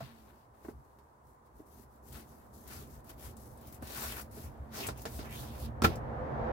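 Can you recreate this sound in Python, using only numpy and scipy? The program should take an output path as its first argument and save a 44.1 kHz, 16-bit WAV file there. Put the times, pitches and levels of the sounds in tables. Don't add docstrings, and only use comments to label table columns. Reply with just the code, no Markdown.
import sys
import numpy as np
from scipy import signal
from scipy.fft import rfft, irfft, next_fast_len
from scipy.io import wavfile
from scipy.ndimage import uniform_filter1d, map_coordinates

SR = 44100
rng = np.random.default_rng(int(sys.argv[2]) if len(sys.argv) > 2 else 0)


def master(y):
    cut = np.clip(np.atleast_2d(y).T, -1, 1)
    pcm = np.round(cut * 32767)
    wavfile.write(sys.argv[1], SR, pcm.astype(np.int16))


N = 287532

# start t/s, rise/s, fall/s, hiss level/dB, rub re hiss/dB
CLOTH_SLIDES = [(0.0, 0.0063, 0.11, -66, 7.5), (0.1, 0.052, 0.29, -72, 1), (0.54, 0.084, 0.056, -75, -5),
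                (0.625, 0.03, 0.069, -66.5, -3), (0.75, 0.037, 0.35, -81, -7), (1.24, 0.061, .05, -76, -19),
                (1.45, 0.012, 0.023, -77, -6), (1.54, 0.048, .05, -74, -12),
                (1.665, 0.16, 0.029, -65.5, -15), (1.89, 0.063, 0.052, -75.5, -15),
                (2.04, 0.066, 0.052, -62.5, -13), (2.129, 0.037, 0.059, -55, -1.5),
                (2.235, 0.044, 0.23, -68, -10), (2.53, 0.012, 0.24, -63.5, -16.5),
                (2.669, 0.073, 0.1, -52.5, -5), (2.86, 0.057, .09, -62.5, -11),
                (3.05, 0.025, 0.071, -63.5, -9), (3.092, .008, 0.013, -55.5, -1),
                (3.185, 0.063, 0.066, -53.5, -7), (3.37, 0.016, 0.18, -62, -21),
                (3.57, 0.18, 0.036, -62.5, -7.5), (3.831, 0.073, 0.039, -53, -2),
                (3.92, 0.13, 0.089, -43, -6), (4.13, 0.059, 0.04, -49.5, -3.5),
                (4.321, 0.095, 0.072, -54.5, -6.5), (4.5, .02, 0.38, -78, 0)]
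# f/Hz, density/dB
THREAD_SPECTRUM = [(1500, -17), (3500, -7.5), (5500, -1.5), (8000, -2.5), (9200, -3), (11500, 3.5),
                   (15500, 1.5), (17000, -6.5)]
# f/Hz, density/dB
FOLD_SPECTRUM = [(100, -26), (300, 8), (700, 7), (1400, 7.5), (2100, 3), (3200, -1), (4600, -0.5),
                 (7000, -14), (14000, -52)]
def cloth_slide(grip_db):
    hiss_env, rub_env = slide_envelopes(CLOTH_SLIDES)
    hiss = hiss_env * stick_slip(THREAD_SPECTRUM, slips_per_s=12000, scatter_db=1.5, drift_db=0.9)
    rub = rub_env * stick_slip(FOLD_SPECTRUM, slips_per_s=5000, scatter_db=1, drift_db=2.5)
    return amp(grip_db + 0.5) * hiss + amp(grip_db + 4.5) * rub, hiss_env


# start t/s, rise/s, fall/s, hiss level/dB, rasp re hiss/dB
CARD_SCRAPES = [(4.74, 0.052, 0.086, -46, 1), (4.962, 0.05, 0.04, -57.5, -2.5),
                (5.07, 0.11, 0.027, -51.5, -7), (5.195, 0.014, 0.08, -58.5, 5),
                (5.295, .07, 0.14, -51.5, -1.5), (5.52, 0.14, 0.0065, -53, -2), (5.88, .02, .05, -61, 7.5)]
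# f/Hz, density/dB
RASP_SPECTRUM = [(100, -14), (300, 10.5), (700, 8), (1400, 3), (2100, 2), (3200, 0.5), (4600, -2),
                 (7000, -11.5), (14000, -49)]
def card_scrape(grip_db):
    hiss_env, rasp_env = slide_envelopes(CARD_SCRAPES)
    hiss = hiss_env * stick_slip(THREAD_SPECTRUM, slips_per_s=12000, scatter_db=1.5, drift_db=0.9)
    rasp = rasp_env * stick_slip(RASP_SPECTRUM, slips_per_s=5000, scatter_db=1, drift_db=3.5)
    return amp(grip_db + 0.5) * hiss + amp(grip_db + 4.5) * rasp, hiss_env


def slide_envelopes(slides, swell_db=8.5, grab_db_per_s=656, release_db_per_s=376):
    t = np.arange(N) / SR
    hiss_power, rub_power = np.zeros((2, N))
    for start_s, rise_s, fall_s, level_db, rub_db in slides:
        past_peak_s = t - start_s - rise_s
        off_peak = np.clip(np.maximum(-past_peak_s / rise_s, past_peak_s / fall_s), 0, 1)
        before_db = grab_db_per_s * np.maximum(start_s - t, 0)
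        after_db = release_db_per_s * np.maximum(past_peak_s - fall_s, 0)
        power = amp(level_db - swell_db * off_peak ** 2 - np.minimum(before_db + after_db, 120)) ** 2
        hiss_power += power
        rub_power += power * amp(rub_db) ** 2
    return np.sqrt(hiss_power), np.sqrt(rub_power)


def stick_slip(spectrum, slips_per_s, scatter_db, drift_db):
    sizes = (rng.random(N) < slips_per_s / SR) * amp(scatter_db * rng.standard_normal(N))
    slips = stereo(sizes * white(), lambda hz: amp(at_hz(spectrum, hz)))
    return colour_drift(slips, drift_db)


# t/s, level/dB, centre f/Hz
CREASES = [(0.9872, -61.5, 11700), (2.126, -39.5, 13600), (2.6763, -41, 12500), (3.043, -52, 12100),
           (3.092, -44, 14600), (3.367, -46, 7990), (3.574, -51.5, 9370), (3.611, -49.5, 14600),
           (3.6697, -41.5, 15000), (3.725, -41.5, 13900), (3.7435, -43, 12100), (3.8223, -44, 10300),
           (3.872, -38, 3360), (4.212, -35.5, 12600), (4.312, -50, 10700), (4.8676, -26.5, 8100),
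           (4.873, -36, 7670), (4.9751, -44, 11300), (5.018, -38, 14160), (5.956, -41, 5200)]
def crease_flicks():
    out, t = np.zeros((2, N)), np.arange(SR // 4) / SR
    shape = [(0.12, -20), (0.73, -7), (1, 0), (1.15, -3), (2, -7)]  # f/centre, density/dB
    for start_s, level_db, centre_hz in CREASES:
        spectrum = [(ratio * centre_hz, db) for ratio, db in shape]
        pop = burst(spectrum, t, t60_s=0.077, spike=1.7)
        threads = amp(-8.5) * burst(THREAD_SPECTRUM, t, t60_s=0.091)
        add(out, start_s, amp(level_db - 8.5) * (pop + threads))
    return out


# t/s, level/dB
AIR_PUFFS = [(0.03, -53.5), (0.76, -57), (1.28, -65), (1.6, -58.5), (1.84, -64), (2.14, -50), (2.789, -50),
             (2.97, -50), (3.28, -50), (3.54, -50.5), (3.85, -47), (4.09, -45.5), (4.27, -54),
             (4.48, -48.5), (4.61, -46.5), (4.88, -43.5), (5.0, -51), (5.19, -41), (5.66, -43)]
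# f/Hz, density/dB
BOOM_SPECTRUM = [(15, -44), (28, -18), (45, -8.5), (62, 10), (85, 2), (105, -4), (140, 1.5), (175, -27),
                 (260, -66)]
# f/Hz, density/dB
FLUTTER_SPECTRUM = [(90, -23), (160, -12.5), (220, 0.5), (290, -8.5), (400, -5.5), (520, -23), (900, -57)]
def billow(slide_env, follow_s=0.12, puff_half_s=0.044, brisk_db=-50, taut_db=-64.5):
    t = np.arange(N) / SR
    stir = np.abs(uniform_filter1d(slide_env, size=int(follow_s * SR)))
    puffs = sum(amp(db) / (1 + ((t - peak_s) / puff_half_s) ** 4) for peak_s, db in AIR_PUFFS)
    boom_env = amp(-54.5) * (stir / amp(brisk_db)) ** 0.4
    boom = np.hypot(boom_env, puffs) * amp(1.4 * wobble(12)) * noise(BOOM_SPECTRUM)
    tautness = stir / np.hypot(stir, amp(taut_db))
    flutter = amp(-57.5 + 1.6 * wobble(25)) * tautness * noise(FLUTTER_SPECTRUM)
    return boom + flutter


# t/s, level/dB, f/Hz, slap/dB, tick/dB, thump t60/s
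HAND_HITS = [(0.006, -35, 671, -9, -20.5, .07), (0.012, -37.5, 131.4, -25, -41, 0.19),
             (0.649, -39.5, 335, -2.5, -42, 0.094), (0.684, -31, 285, -12, -46, 0.063),
             (0.688, -37.5, 428, -11, -31, 0.047), (0.987, -60, 404, 5, -10, .08),
             (1.595, -37, 300, -24.5, -38, 0.075), (3.825, -38, 287, 0.5, -21.5, 0.063),
             (4.372, -36, 424, -17, -25, 0.053), (4.887, -30.5, 425, 0, -10, 0.03),
             (5.054, -34, 456, -3.5, -6.5, 0.099), (5.191, -31, 279, -15, -16, 0.059)]
# f/Hz, density/dB
SLAP_SPECTRUM = [(200, 7), (600, 10.5), (1500, 2.5), (2500, -15), (5000, -35), (15000, -21)]
# f/Hz, density/dB
CRACK_SPECTRUM = [(25, -13), (70, 0), (300, 8), (900, 1), (1900, -3), (3000, -8.5), (5000, -6), (8000, -15),
                  (12000, -15.5), (16000, -18)]
def hand_knocks():
    out, t = np.zeros((2, N)), np.arange(SR // 4) / SR
    for start_s, level_db, pitch_hz, slap_db, tick_db, t60_s in HAND_HITS:
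        body = stereo(white(len(t)), lambda hz: resonance(hz, pitch_hz, 0.8 * pitch_hz) ** 2)
        tone = np.sin(2 * np.pi * pitch_hz * t)
        thump = (0.5 * body + 0.87 * tone) * decay(t, 0.0022, t60_s)
        slap = amp(slap_db - 3) * burst(SLAP_SPECTRUM, t, t60_s=0.069, spike=6.4)
        tick = amp(tick_db + 4) * burst(CRACK_SPECTRUM, t, t60_s=0.13, spike=8.4)
        add(out, start_s, amp(level_db - 0.5) * (thump + slap + tick))
    return out


# t/s, level/dB, crack/dB, thud/dB
FLOOR_CONTACTS = [(5.820, -24.5, 4.5, 7), (5.837, -32, 11.5, -7), (5.843, -17, -17, -2.5),
                  (5.8464, -9, -8.5, -14.5), (5.856, -23.5, -16, 2)]
# f/Hz, level/dB, t60/s
CARD_FLOOR_MODES = [(120, -7.5, 0.16), (170.4, -6, 0.27), (242, -11.5, 0.12), (330, -21, 0.3),
                    (437.5, -9.5, 0.16), (521, -12.5, 0.15), (734, -9, 0.09), (803, -13, 0.073),
                    (1053, -11.5, .1), (1345, 3, 0.056), (1382, -5, 0.039), (1585, -9.5, 0.049),
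                    (1686, -10, 0.054), (2470, -2.5, 0.034), (2370, -23, 0.047), (3770, -15, 0.036)]
def card_landing(thud_hz=86, skid_start_s=5.843):
    out, t = np.zeros((2, N)), np.arange(SR // 2) / SR
    for start_s, level_db, crack_db, thud_db in FLOOR_CONTACTS:
        ring = np.zeros((2, len(t)))
        for hz, mode_db, t60_s in CARD_FLOOR_MODES:
            envelope = amp(mode_db + rng.normal(0, 1)) * decay(t, 0.00043, t60_s)
            channel_phase = min(hz / 900, 1) * rng.normal(0, 1, (2, 1))
            ring += envelope * np.sin(2 * np.pi * hz * t + channel_phase)
        crack = amp(crack_db) * burst(CRACK_SPECTRUM, t, t60_s=0.067, spike=8.3)
        thud = np.sin(2 * np.pi * thud_hz * t) * decay(t, attack_s=0.01, t60_s=0.25)
        puff = amp(-4) * burst(FLUTTER_SPECTRUM, t, t60_s=0.2)
        add(out, start_s, amp(level_db - 8) * (ring + crack + amp(thud_db) * (thud + puff)))
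    skid_rasp = burst(RASP_SPECTRUM, t, t60_s=0.12)
    skid_hiss = amp(-8.5) * burst(THREAD_SPECTRUM, t, t60_s=0.11)
    add(out, skid_start_s, amp(-24) * (skid_rasp + skid_hiss))
    return out


# left delay/s, right delay/s, level/dB
PANEL_ECHOES = [(.0011, 0.0016, -28), (.0027, 0.0029, -13), (.0046, .0051, -6), (.0093, 0.0059, -15.5)]
def panelling(x, low_hz=400, high_hz=8000):
    def response(hz):
        echoes = sum(amp(db) * np.exp(-2j * np.pi * hz * np.array([[left_s], [right_s]]))
                     for left_s, right_s, db in PANEL_ECHOES)
        return 1 + echoes * hz / (hz + low_hz) / (1 + (hz / high_hz) ** 2)
    return filtered(x, response)


# f/Hz, t60/s
WALL_DECAY = [(100, 0.81), (500, 0.25), (3000, 0.062), (8000, 0.24), (15000, 0.23)]
def room_reverb(x, predelay_samples=200):
    hz, t, bins = signal.stft(white(SR // 2), SR, nperseg=256)
    decay_db = -60 * t / at_hz(WALL_DECAY, hz)[:, None]
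    tail = signal.istft(bins * amp(decay_db), SR, nperseg=256)[1]
    tail = np.pad(tail / np.linalg.norm(tail[0]), ((0, 0), (predelay_samples, 0)))
    return signal.fftconvolve(x, tail, axes=1)[:, :N]


# t/s, tyre level/dB, engine level/dB
APPROACH = [(0.0, -65.5, -65.5), (1.2, -68, -69), (2.7, -61.5, -59), (4.5, -58.5, -53), (5.65, -55, -46),
            (5.95, -48, -42.5), (6.25, -44.5, -40), (6.52, -40, -38)]
# f/Hz, density/dB
FAR_ROAD_SPECTRUM = [(200, -10.5), (400, -1.5), (520, -13), (720, -4.5), (980, 3), (1350, -9),
                     (1800, -18.5), (2800, -34)]
# f/Hz, density/dB
TYRE_SPECTRUM = [(150, -12.5), (330, -4.5), (500, 1), (700, 2.5), (1000, -2), (1300, -8), (1800, -13),
                 (2600, -28.5), (4500, -40), (6500, -47.5), (8500, -72), (15000, -82)]
# f/Hz, width/Hz, level/dB
BASS_MODES = [(31, 9, -17), (65.7, 27, 2.5), (119.8, 30, -0.5), (141, 9.4, -6.5), (225.7, 16, -1.5),
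              (302, 51, -12.5)]
def traffic():
    tyre_db, engine_db = curves(APPROACH)
    nearness_db = tyre_db - tyre_db.max()
    far = amp(-65 + 0.17 * wobble(6.2)) * noise(FAR_ROAD_SPECTRUM)
    roar_db = tyre_db + 0.14 * nearness_db + 0.19 * wobble(5.3) + 4
    roar = colour_drift(noise(TYRE_SPECTRUM), depth_db=0.34)
    whine_db = tyre_db + 0.56 * nearness_db + 1.9 * wobble(11) + 0.5
    whine = stereo(white(), lambda hz: resonance(hz, centre_hz=506.7, width_hz=29) ** 2)
    rumble = stereo(white(), lambda hz: sum(amp(db) * abs(resonance(hz, centre_hz, width_hz)) ** 2
                                            for centre_hz, width_hz, db in BASS_MODES))
    return far + amp(roar_db) * roar + amp(whine_db) * whine + amp(engine_db) * rumble


def hum(start_s=0.059, start_hz=239, sag_hz_per_s=130):
    t = np.maximum(np.arange(N) / SR - start_s, 0)
    pitch_hz = np.maximum(start_hz - sag_hz_per_s * t, start_hz / 2)
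    tone = np.sin(2 * np.pi * np.cumsum(pitch_hz) / SR)
    return amp(-47) * decay(t, attack_s=0.06, t60_s=0.67) * tone


# f/Hz, density/dB
MIC_SPECTRUM = [(100, 0), (3000, -1), (8000, 0), (16000, 0)]
def mic_hiss():
    return amp(-82) * noise(MIC_SPECTRUM)


# f/Hz, correlation
CORRELATION = [(60, 0.97), (130, 0.83), (250, 0.94), (500, 0.36), (1000, -0.22), (4000, 0.0028),
               (15000, 0.000045)]
def stereo(pair, response):
    def mid_side_response(hz):
        angle = np.arccos(np.clip(at_hz(CORRELATION, hz), -1, 1)) / 2
        return response(hz) * [np.cos(angle), np.sin(angle)]
    mid, side = filtered(pair, mid_side_response)
    return unit_rms(np.array([mid + side, mid - side]))


def white(size=N):
    return rng.standard_normal((2, size))


def noise(spectrum):
    return stereo(white(), lambda hz: amp(at_hz(spectrum, hz)))


def burst(spectrum, t, t60_s, spike=0):
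    scatter = white(len(t)) * amp(-60 * t / t60_s)
    scatter[0, 0] += spike
    scatter = np.roll(scatter, 16, axis=1)
    return stereo(scatter, lambda hz: amp(at_hz(spectrum, hz))) * np.sqrt(np.mean(scatter ** 2))


def colour_drift(x, depth_db):
    bins = signal.stft(x, nperseg=512)[2]
    field = rng.standard_normal(bins.shape[1:])
    for _ in range(2):
        field = uniform_filter1d(field, size=14, axis=0)
        field = uniform_filter1d(field, size=9, axis=1)
    drifted = signal.istft(bins * amp(depth_db * unit_rms(field)), nperseg=512)[1]
    return unit_rms(drifted[:, :N])


def wobble(knots_per_s):
    knots = rng.standard_normal(int(N * knots_per_s / SR) + 4)
    return map_coordinates(knots, [np.arange(N) * knots_per_s / SR])


def filtered(x, response):
    size = x.shape[-1]
    padded = next_fast_len(size + 8192)
    hz = np.fft.rfftfreq(padded, 1 / SR)
    return irfft(rfft(x, padded) * response(hz), padded)[..., :size]


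def resonance(hz, centre_hz, width_hz):
    return 1j * hz * width_hz / (centre_hz ** 2 - hz ** 2 + 1j * hz * width_hz)


def decay(t, attack_s, t60_s):
    return (1 - np.exp(-t / attack_s)) * amp(-60 * t / t60_s)


def at_hz(points, hz):
    knots_hz, values = np.transpose(points)
    return np.interp(np.log(hz + 1), np.log(knots_hz + 1), values)


def curves(rows):
    times_s, *columns = np.transpose(rows)
    return [np.interp(np.arange(N) / SR, times_s, column) for column in columns]


def amp(db):
    return 10 ** (np.asarray(db) / 20)


def unit_rms(x):
    return x / np.sqrt(np.mean(x ** 2) + 1e-20)


def add(track, start_s, sound):
    part = track[:, round(start_s * SR):][:, :sound.shape[-1]]
    part += sound[..., :part.shape[-1]]


# t/s, left re right/dB
CLOTH_PAN = [(0.0, 5), (1.6, 6.5), (2.7, 1.5), (4.2, 2), (5.5, -2)]
def scene():
    pan_db, = curves(CLOTH_PAN)
    pan = amp(np.array([pan_db, -pan_db]) / 2)
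    hits = crease_flicks() * pan + hand_knocks() + card_landing()
    grip_db = wobble(45) + 0.68 * wobble(220)
    cloth, cloth_env = cloth_slide(grip_db)
    card, card_env = card_scrape(grip_db)
    near = amp(-1) * panelling((cloth + card) * pan + hits)
    air = billow(np.hypot(cloth_env, card_env))
    return near + air + amp(-19.5) * room_reverb(hits) + traffic() + hum() + mic_hiss()


# f/Hz, left re right/dB
MIC_BALANCE = [(60, 1.2), (120, -3), (220, -3), (450, -2), (1200, -0.5), (2400, 0.5), (4500, 0), (8000, 9),
               (14000, 3)]
def record(dry, top_hz=15900, fade_out_s=0.004):
    def response(hz):
        balance_db = at_hz(MIC_BALANCE, hz)
        return amp(np.array([balance_db, -balance_db]) / 2) * (hz < top_hz)
    fade_out = np.minimum(np.arange(N, 0, -1) / (fade_out_s * SR), 1)
    return filtered(dry * fade_out, response)


dry = scene()
out = record(dry)
master(out)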